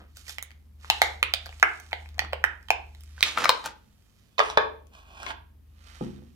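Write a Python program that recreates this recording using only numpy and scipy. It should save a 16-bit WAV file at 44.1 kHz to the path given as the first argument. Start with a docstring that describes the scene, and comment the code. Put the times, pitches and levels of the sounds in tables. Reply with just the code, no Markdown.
"""Faint rubbing and clicks over a low machine hum lead into sharp snaps that ring a workshop room.
Hands peel a thin split plastic mould off a hard cast block: buckling folds are short ragged tones with a noise tick.
Rubbing is dense random slips; the empty mould, dropped and pushed aside, and the block, set down with a thud,
ring as sums of decaying modes. Echoes and noise tails make the room; loud snaps overload the recorder."""
import sys
import numpy as np
from scipy import signal
from scipy.io import wavfile
from scipy.ndimage import uniform_filter1d

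SR = 44100
rng = np.random.default_rng(int(sys.argv[2]) if len(sys.argv) > 2 else 0)


def to_wav(s):
    """Save 16-bit WAV."""
    ch = np.atleast_2d(s).T  # columns
    pcm = np.round(np.clip(ch, -1, 1) * 32767)  # PCM
    wavfile.write(sys.argv[1], SR, pcm.astype(np.int16))


N = 280035

# modes of the empty mould: (frequency [Hz], relative level [dB], free decay time t60 [s])
MOULD_MODES = [(435.6, -5, 0.091), (609, 4.5, 0.034), (915, -15.5, 0.043), (927, -15.5, 0.073),
               (1118, 2.5, 0.077), (1253, -14, 0.14), (1650, -3.5, 0.074), (2385, 5.5, 0.027),
               (3493, 1, 0.059)]
FREE_S = 4.3  # from here the mould is off the block


def gain_of(db):
    """Decibels as an amplitude ratio."""
    return 10 ** (np.asarray(db) / 20)


def evened(x):
    """Normalisation to unit root-mean-square."""
    return x / np.sqrt(np.mean(x ** 2) + 1e-20)


def read(points, hz):
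    """Interpolation of a spectrum along a logarithmic frequency axis."""
    f, value = np.transpose(points)
    return np.interp(np.log(hz + 1), np.log(f + 1), value)


def follow(points, t):
    """Linear interpolation of a (time, value) curve."""
    return np.interp(t, *np.transpose(points))


def add(mix, s, sound):
    """Superposition of a sound that starts at s seconds."""
    part = mix[:, round(s * SR):][:, :sound.shape[1]]
    part += sound[:, :part.shape[1]]


def placed(x, pan_db, s):
    """Stereo placement by level difference and arrival time: the left channel may lag the right."""
    # where the hands work: (time [s], left lag [samples])
    left_lag = [(0, 7), (3.0, 6), (3.2, 2), (3.7, 0), (4.3, 9), (5.4, 10), (5.9, 15)]
    at = np.arange(len(x))
    lag = np.round(follow(left_lag, s + at / SR)).astype(int)
    late = np.maximum(at - lag, 0)
    left = x * gain_of(pan_db / 2)
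    right = x / gain_of(pan_db / 2)
    return np.array([left[late], right])


def ring(t, hz, db, t60):
    """A damped mode: a sine decaying by 60 dB in t60 seconds."""
    return gain_of(db - 60 * t / t60) * np.sin(2 * np.pi * hz * t)


def swing(t, length_s, rise_s=0.00065):
    """Envelope of a transient: a sine-squared onset under a Gaussian decay."""
    onset = np.sin(np.pi / 2 * np.minimum(t / rise_s, 1)) ** 2
    return onset * np.exp(-(t / length_s) ** 2)


def snaps(shares=(.7, .55, .4, .25), tick_share=0.3, looseness=(.8, 1.1, 1.5, 3.6)):
    """Snap-through buckling: four parts of the sheet swing raggedly until the hand and the block stop them."""
    # each fold: (time [s], wide panel [Hz], level [dB], middle panel [Hz], level [dB],
    #             small panel [Hz], level [dB], length scale [s], left minus right [dB])
    snap_table = [(0.1697, 1100, -64, 1480, -45.5, 6150, -35, 0.0087, 1.5),
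                  (0.2665, 895, -87.5, 2270, -46, 4440, -50, 0.022, -8),
                  (0.2812, 980, -66, 1950, -43, 5030, -40.5, .011, -21),
                  (0.2939, 980, -65, 1690, -34, 3540, -26.5, 0.01, 1.5),
                  (0.3833, 1500, -69, 2180, -20.5, 5190, -28, 0.0058, -7),
                  (0.4258, 1500, -71, 2050, -32, 6550, -22, 0.0047, -4.5),
                  (0.5062, 1050, -76, 2030, -45.5, 4450, -49, 0.0045, 18),
                  (0.515, 1030, -75.5, 2230, -47.5, 4500, -50.5, .006, -16),
                  (0.8454, 1050, -27.5, 2000, -30, 3440, -37.5, 0.0027, 2.5),
                  (0.9, 860, -10, 2610, -6, 3890, -2, 0.0057, 0),
                  (1.0173, 770, -7.5, 2140, 0, 4364, -2.5, 0.0058, -1.5),
                  (1.2286, 1300, -2, 2210, 6, 3560, 3.5, 0.0021, -4.5),
                  (1.3374, 690, -21.5, 2370, -10, 3530, -4.5, 0.0058, -5),
                  (1.4586, 746, -43, 1560, -34.5, 4500, -31.5, 0.0085, 2.5),
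                  (1.4656, 800, -32.5, 2193, -29.5, 3670, -22.5, 0.0018, -15),
                  (1.4916, 720, -42.5, 2780, -45.5, 2900, -36, 0.0091, 3.6),
                  (1.5268, 820, -46.5, 2240, -33.5, 5140, -47.5, 0.0034, -4),
                  (1.5983, 960, -47.5, 2136, -40, 4510, -30, 0.0035, -8),
                  (1.6273, 620, -14, 1691, 4, 5240, -20.5, 0.0074, -1.9),
                  (1.7986, 740, -51, 1670, -48, 6020, -44, 0.015, -11),
                  (1.9116, 1370, -50, 2530, -52, 4560, -46, 0.0071, -11),
                  (1.9186, 900, -41, 2290, -33.5, 5900, -59, 0.01, -4),
                  (1.9301, 820, -17.5, 2100, -13, 3080, -20, 0.0052, -3.5),
                  (2.0586, 1340, -44, 2350, -33.5, 4470, -45.5, 0.0034, 3.5),
                  (2.0894, 855, -50.5, 2270, -46, 4320, -33, 0.0027, -2),
                  (2.144, 900, -59, 2020, -46, 4030, -44.5, 0.0038, -8),
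                  (2.181, 720, -36, 1880, -42.5, 4000, -39, 0.008, 5.5),
                  (2.192, 870, -27, 1907, -11, 3364, -11.5, 0.0081, -5),
                  (2.219, 850, -26.5, 1790, -36.5, 3300, -44.5, 0.0055, -2),
                  (2.2473, 1250, -30.5, 2392, -39, 3400, -35, 0.0052, 6),
                  (2.3252, 855, -35, 2120, -43.5, 2900, -35, 0.0048, 1.5),
                  (2.3315, 590, -21, 1065, -16.5, 2750, -15.5, 0.0072, -3),
                  (2.44, 1100, -12, 1740, 0, 5700, -18.5, 0.0044, -5.5),
                  (2.628, 1340, -60.5, 1640, -53, 5130, -50, 0.0068, -2.5),
                  (2.685, 920, -44.5, 1834, -41, 3200, -34, 0.0099, -9.5),
                  (2.7042, 800, -7, 2500, -3, 4180, -11.5, 0.0051, -2.5),
                  (2.867, 910, -68.5, 2080, -58, 5500, -48, 0.0022, -8),
                  (2.9485, 910, -56.5, 2080, -47, 4000, -40.5, 0.0066, -4.5),
                  (3.008, 1420, -67.5, 2490, -60, 6340, -39, 0.0037, -2.5),
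                  (3.0353, 1410, -62, 2152, -51, 6490, -41.5, 0.0059, -7),
                  (3.179, 1030, -48.5, 1530, -37.5, 4800, -51, 0.0091, -9),
                  (3.2073, 1010, -40.5, 2245, -27, 4030, -19.5, 0.0069, -2),
                  (3.2273, 1170, -37.5, 2375, 0, 3570, 3, 0.0056, -6),
                  (3.3745, 1290, -14, 2221, -19.5, 3100, -22.5, 0.01, 6.5),
                  (3.3839, 1340, -18, 2000, -21.5, 6300, -27, .0061, 0),
                  (3.42, 1400, -17, 2460, -33.5, 5400, -25, 0.0024, -0.9),
                  (3.4405, 1020, -22, 1503, -15.5, 4070, -18.5, 0.0093, -1.5),
                  (3.444, 1084, -17, 1579, -20, 4040, -12, 0.0082, -2),
                  (3.455, 1225, -9.5, 2210, -12, 3600, -18, 0.0081, 7),
                  (3.4923, 1028, -4, 2390, -13.5, 3840, -1, 0.0081, 2.5),
                  (3.501, 919, -16, 2054, -19.5, 3600, -22, 0.011, -2.1),
                  (3.641, 890, -32.5, 1710, -51, 3610, -37, .012, -8.5),
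                  (3.6587, 880, -27.5, 1513, -32, 5800, -27.5, 0.014, 0.5),
                  (4.3808, 1045, -21, 2584, -26, 3680, -22, 0.025, -6.5),
                  (4.3925, 1021, -14.5, 1613, -22.5, 2910, -16, 0.0077, -23),
                  (4.402, 1200, -2, 1630, -15.5, 3450, -9, 0.0054, 0.5),
                  (4.5, 903, -20, 1627, -21.5, 3500, -17, 0.0051, 1.5),
                  (4.5729, 908, -6, 1692, -2, 3016, -9.5, 0.01, -1.5),
                  (4.581, 1230, -15, 1657, -11.5, 3310, -50.5, 0.0076, -8.5),
                  (4.8693, 940, -75, 2490, -75, 6640, -49.5, 0.0039, 16),
                  (5.2081, 880, -50, 2760, -40, 3480, -46, 0.0022, 16),
                  (5.231, 1420, -25, 2140, -36, 5900, -27.5, 0.0039, -6),
                  (5.2633, 1045, -35, 2184, -32, 3020, -32.5, 0.025, 12.5),
                  (5.3044, 903, -31.5, 1630, -28, 3000, -33, 0.017, -9)]
    wall_hz, wall_db = 545.5, -19  # the whole wall moves with the wide panel, this much weaker
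    # edge tick against the small panel when that is at 4 kHz; tighter folds tick harder
    tick_base_db, tick_db_per_octave = -8, 13.5
    free_tick_db = -10  # off the block, the mould ticks more softly
    ragged = 0.34  # phase wander [rad] for a looseness of 1
    bass_cut_hz = 340
    out, t = np.zeros((2, N)), np.arange(1024) / SR
    chance = rng.standard_normal((len(snap_table), 5, len(t)))
    for (s, *panels, length, pan_db), noise in zip(snap_table, chance):
        small_hz, small_db = panels[-2:]
        tick_db = small_db + tick_base_db + tick_db_per_octave * np.log2(small_hz / 4000)
        tick_db += free_tick_db * (s > FREE_S)
        tick = evened(noise[0] + 0.4 * np.roll(noise[0], 1) - 0.5 * np.roll(noise[0], 2))
        body = gain_of(tick_db) * tick * swing(t, length * tick_share) / 2
        panels = [wall_hz, panels[1] + wall_db, *panels]
        for hz, db, share, loose, u in zip(panels[::2], panels[1::2], shares, looseness, noise[1:]):
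            # the fold travels, so the pitch is unsteady
            wobble = evened(np.convolve(u, np.hanning(round(2 * SR / hz)), "same"))
            tone = np.sin(2 * np.pi * hz * t + loose * ragged * wobble)
            body += gain_of(db) * swing(t, length * share) * tone
        add(out, s, placed(body, pan_db, s))
    bass_cut = signal.butter(3, bass_cut_hz, "high", fs=SR, output="sos")
    return signal.sosfilt(bass_cut, out)


def handling(t):
    """Power summation of slides and grip: gives level, brightness and side, led by the loudest."""
    # slides of fingers and plastic: (start [s], rise [s], hold [s], fall [s], level [dB],
    #                                 brightness [dB per octave], left minus right [dB])
    slide_table = [(0, .001, .001, 0.12, -54.5, -7, 0), (0.137, .025, 0.057, 0.06, -58, 5.5, -10.5),
                   (0.229, .07, 0.00038, .09, -42.5, 5.5, -9), (.76, 0.077, .05, .05, -56.5, 1.5, -9),
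                   (.895, 0.011, .03, .25, -44, 0.5, -5.5), (1.012, 0.0065, .03, 0.18, -41, 2.5, 0),
                   (2.123, .12, .001, 0.083, -47, -6, -3), (3.1, 0.093, .03, .05, -55.5, 0.5, -3),
                   (3.222, 0.011, 0.045, 0.16, -34.5, 1, 1), (3.333, .04, 0.068, 0.19, -33, -2.5, -4),
                   (3.619, .04, 0.0014, 0.064, -34.5, -1.5, 1.5),
                   (4.374, .015, 0.13, 0.072, -42.5, -1, -3.5), (4.503, .11, .001, 0.15, -43, -6.5, -3.5),
                   (4.893, .045, 0.053, .1, -56, -1, -4), (4.987, .32, 0.00083, 0.038, -39, -2, -3.5),
                   (5.648, 0.24, .15, 0.37, -55, 0, -11)]
    # the grip shifting on the sheet between slides: (time [s], level [dB])
    grip_table = [(0, -77), (.4, -73), (.6, -82.5), (.8, -88), (1.3, -69.5), (1.7, -59.5), (2.4, -79.5),
                  (2.93, -73.5), (3.02, -69.5), (3.55, -53.5), (3.8, -76.5), (4.35, -73.5), (4.85, -83.5),
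                  (5.6, -100), (6.35, -73)]
    grip_tilt_db, grip_pan_db = 3, -12  # dB per octave, left minus right dB
    edge_db = 30  # drop over one rise or fall time; the slope continues beyond it
    start, rise, hold, fall, level_db, tilt_db, pan_db = np.transpose(slide_table)[:, :, None]
    before = (start + rise - t) / np.maximum(rise, .001)
    after = (t - start - rise - hold) / np.maximum(fall, .001)
    away = np.maximum(np.maximum(before, after), 0)
    slides = gain_of(level_db - edge_db * away) ** 2
    grip = gain_of(follow(grip_table, t)) ** 2
    power = slides.sum(0) + grip
    tilt = ((slides * tilt_db).sum(0) + grip * grip_tilt_db) / power
    pan = ((slides * pan_db).sum(0) + grip * grip_pan_db) / power
    return np.sqrt(power), tilt, pan


def rubbing(grains_per_s=2500, spread_db=3.5, smooth=0.39):
    """Friction as dense random micro-slips over a hiss, with a spectral tilt that follows the grip."""
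    # spectrum of the rub: (frequency [Hz], relative spectral density [dB])
    rub_colour = [(90, -41.5), (200, -8), (430, -10), (800, -7.5), (1200, -2), (2400, -5), (3200, -5),
                  (6500, -11.5), (12400, -23), (16000, -48.5)]
    sizes = gain_of(spread_db * np.minimum(rng.exponential(1, N), 5))
    slips = sizes * (rng.random(N) < grains_per_s / SR) * rng.choice([-1., 1.], N)
    x = evened(slips) + smooth * rng.standard_normal(N)
    hz, t, z = signal.stft(x, SR, nperseg=512, noverlap=384)
    hz_column = hz[:, None]
    tilt_db = np.log2((hz_column + 50) / 2000) * handling(t)[1]
    colour = gain_of(read(rub_colour, hz)[:, None] + tilt_db)
    # equal power from 600 Hz to 9 kHz, so that tilt leaves the level there alone
    band = (hz > 600) & (hz < 9000)
    colour /= np.sqrt((colour[band] ** 2).sum(0) / len(hz))
    x = signal.istft(z * colour, SR, nperseg=512, noverlap=384)[1][:N]
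    level, _, pan_db = handling(np.arange(N) / SR)
    return placed(x * level, pan_db, 0)


def rubbed_mould(rub, damping=0.43):
    """Forced resonance: slips ring the empty mould as it is pushed along the bench, damped by the hand."""
    put_aside_s, ring_db = 5.5, -7
    t, now = np.arange(4096) / SR, np.arange(N) / SR
    body = sum((-1) ** k * ring(t, hz, db, damping * t60) for k, (hz, db, t60) in enumerate(MOULD_MODES))
    body /= np.linalg.norm(body)
    held = rub * (now > FREE_S) * (now < put_aside_s)
    return gain_of(ring_db) * signal.oaconvolve(held, body[None], axes=1)[:, :N]


def knocks(modes, blows, push_s, pan_db):
    """Modal impact response: each blunt push, a pulse of time constant push_s, rings the same modes."""
    out, t = np.zeros((2, N)), np.arange(SR // 2) / SR
    body = sum((-1) ** k * ring(t, *mode) for k, mode in enumerate(modes))
    push = t[:300] * np.exp(-t[:300] / push_s)
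    body = np.convolve(body, push)
    body /= np.abs(body).max()
    for s, db in blows:
        add(out, s, placed(gain_of(db) * body, pan_db, s))
    return out


def mould_drops():
    """Impact of a light shell: very short pushes excite the modes of the empty mould."""
    # the mould lands on the bench and is pressed down: (time [s], level [dB])
    drop_table = [(4.391, -8.5), (4.403, -10), (4.573, -1), (4.582, -27)]
    return knocks(MOULD_MODES, drop_table, push_s=.00006, pan_db=1.5)


def block_thuds():
    """Impact of a heavy body: longer pushes favour the low modes of the bench."""
    # modes of the bench: (frequency [Hz], relative level [dB], decay time t60 [s])
    bench_modes = [(131.6, -8.5, 0.54), (176.5, -2, 0.23), (203, -7, 0.64), (230.7, 2, 0.19),
                   (269, 1.5, 0.17), (357, 7.5, 0.081), (499, 6.5, 0.036), (821, 4, 0.055), (946, 2, 0.047),
                   (1270, 11, 0.024)]
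    # the block meets the bench and rocks: (time [s], level [dB])
    thud_table = [(6.009, -19), (6.188, -47), (6.22, -43)]
    return knocks(bench_modes, thud_table, push_s=0.0003, pan_db=-0.5)


def workshop(x, tail_db=-11.5):
    """Room reverberation: early echoes, then random taps whose exponential decay differs by band."""
    # direct sound against the room, as the hands move off: (time [s], level [dB])
    nearness = [(4.2, -0.5), (4.3, -3), (5.5, -2), (5.7, -3)]
    # bench and walls: (left delay [s], left level [dB], right delay [s], right level [dB])
    echo_table = [(.0012, -12, .0016, -10), (.0066, -14, .0058, -13), (.0102, -15, .0091, -15)]
    # reverberation: (frequency [Hz], decay time t60 [s])
    room_decay = [(150, 1), (500, 0.39), (1400, 0.34), (3500, 0.33), (7000, 0.22), (12000, 0.088)]
    # spectrum of the tail: (frequency [Hz], relative level [dB])
    room_colour = [(150, -6), (500, 3.5), (1400, 1), (3500, 1), (7000, -2), (12000, 3.5)]
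    t = np.arange(N) / SR
    near = x * gain_of(follow(nearness, t))
    out = near.copy()
    for echo in echo_table:
        for side in range(2):
            delay_s, db = echo[2 * side:2 * side + 2]
            out[side] += gain_of(db) * np.roll(near[side], round(delay_s * SR))
    turn = t * np.pi / 0.702
    for k in range(3):  # three tails take turns
        taps = np.zeros((2, SR // 2))
        jitter = rng.integers(0, 20, (2, (SR // 2 - 241) // 20))
        at = np.arange(240, SR // 2 - 20, 20) + jitter  # one tap in every 20 samples
        np.put_along_axis(taps, at, rng.choice([-1., 1.], at.shape), 1)
        hz, age, z = signal.stft(taps, SR, nperseg=256)
        z *= gain_of(read(room_colour, hz)[:, None] - 60 * age / read(room_decay, hz)[:, None])
        tail = signal.istft(z, SR, nperseg=256)[1]
        tail /= np.linalg.norm(tail[0])
        feed = x * np.sqrt(2 / 3) * np.cos(turn + k * np.pi / 3)
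        out += gain_of(tail_db) * signal.fftconvolve(feed, tail, axes=1)[:, :N]
    return out


def hum(waver_hz=0.94):
    """Frequency modulation: three low machine tones waver slowly in pitch."""
    # level of the tones: (time [s], upper tone [dB], lower tone [dB])
    hum_levels = [(0.0, -53, -60), (0.56, -54, -63), (1.11, -45, -54.5), (1.57, -47.5, -53.5),
                  (1.75, -56.5, -64.5), (2.01, -45, -58), (2.35, -41, -55.5), (2.65, -55.5, -57),
                  (2.74, -49, -52.5), (3.18, -45.5, -59.5), (3.52, -63, -61), (3.77, -60.5, -62.5),
                  (4.3, -78, -71), (4.49, -53.5, -54.5), (4.88, -53, -64.5), (4.99, -63, -59),
                  (5.32, -51.5, -54.5), (5.5, -54, -62.5), (5.89, -54, -56.5), (6.1, -51, -56.5),
                  (6.35, -54, -65)]
    # the upper, lower and third tone: (frequency [Hz])
    hum_tones = (75, 52, 99.5)
    third_tone_db = -74
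    t = np.arange(N) / SR
    s, upper_db, lower_db = np.transpose(hum_levels)
    levels_db = (np.interp(t, s, upper_db), np.interp(t, s, lower_db), third_tone_db)
    out = 0
    for hz, db in zip(hum_tones, levels_db):
        drift = 0
        for f in np.geomspace(.3, 4, 12):  # waver rates in Hz
            drift = drift + np.sin(2 * np.pi * (f * t + rng.random())) / np.sqrt(f)
        cycles = np.cumsum(hz + waver_hz * evened(drift)) / SR + rng.random()
        out = out + np.sqrt(2) * gain_of(db) * np.sin(2 * np.pi * cycles)
    return out * gain_of([[.3], [-.3]])  # left, right


def air():
    """Partly correlated stereo noise: room air and microphone hiss, steady but slightly patchy."""
    # spectrum of the air: (frequency [Hz], relative spectral density [dB])
    air_colour = [(20, -26), (40, -10), (100, 3), (130, -12.5), (200, -3.5), (300, -15.5), (600, -23),
                  (1500, -28.5), (4000, -34), (8000, -38.5), (13000, -31.5), (15000, -34), (16500, -50.5)]
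    # coherence of the channels: (frequency [Hz], left-right correlation [ratio])
    air_same = [(100, 0.75), (400, 0.2), (2000, 0.26), (10000, 0.15)]
    air_db, patch_db = -62.5, 0.56
    frames, hz = N // 256 + 5, np.fft.rfftfreq(1024, 1 / SR)
    a, b, c, d, patches = rng.standard_normal((frames, 513, 5)).T
    patches = uniform_filter1d(patches, 12, 0)  # across frequency
    patches = evened(uniform_filter1d(patches, 20, 1))  # across time
    same = np.clip(read(air_same, hz), -1, 1)[:, None]
    left, other = a + 1j * b, c + 1j * d
    right = same * left + np.sqrt(1 - same ** 2) * other
    z = np.array([left, right]) * gain_of(read(air_colour, hz)[:, None] + patch_db * patches)
    noise = signal.istft(z, nperseg=1024, noverlap=768)[1][:, :N]
    return gain_of(air_db) * evened(noise)


def scene():
    """Superposition: the handled objects sound in the room, over hum and air."""
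    rub = rubbing()
    hits = block_thuds() + mould_drops()
    return workshop(snaps() + rub + rubbed_mould(rub) + hits) + hum() + air()


def record(dry):
    """Saturation: the loudest snaps bend sharply towards a ceiling; a low-pass filter then limits the band."""
    ceiling, edge_hz = .7, 16500
    clipped = dry / (1 + np.abs(dry / ceiling) ** 8) ** (1 / 8)
    low_pass = signal.firwin(511, edge_hz, window=("kaiser", 9), fs=SR)
    return signal.oaconvolve(clipped, low_pass[None], "same")


dry = scene()
out = record(dry)
to_wav(out)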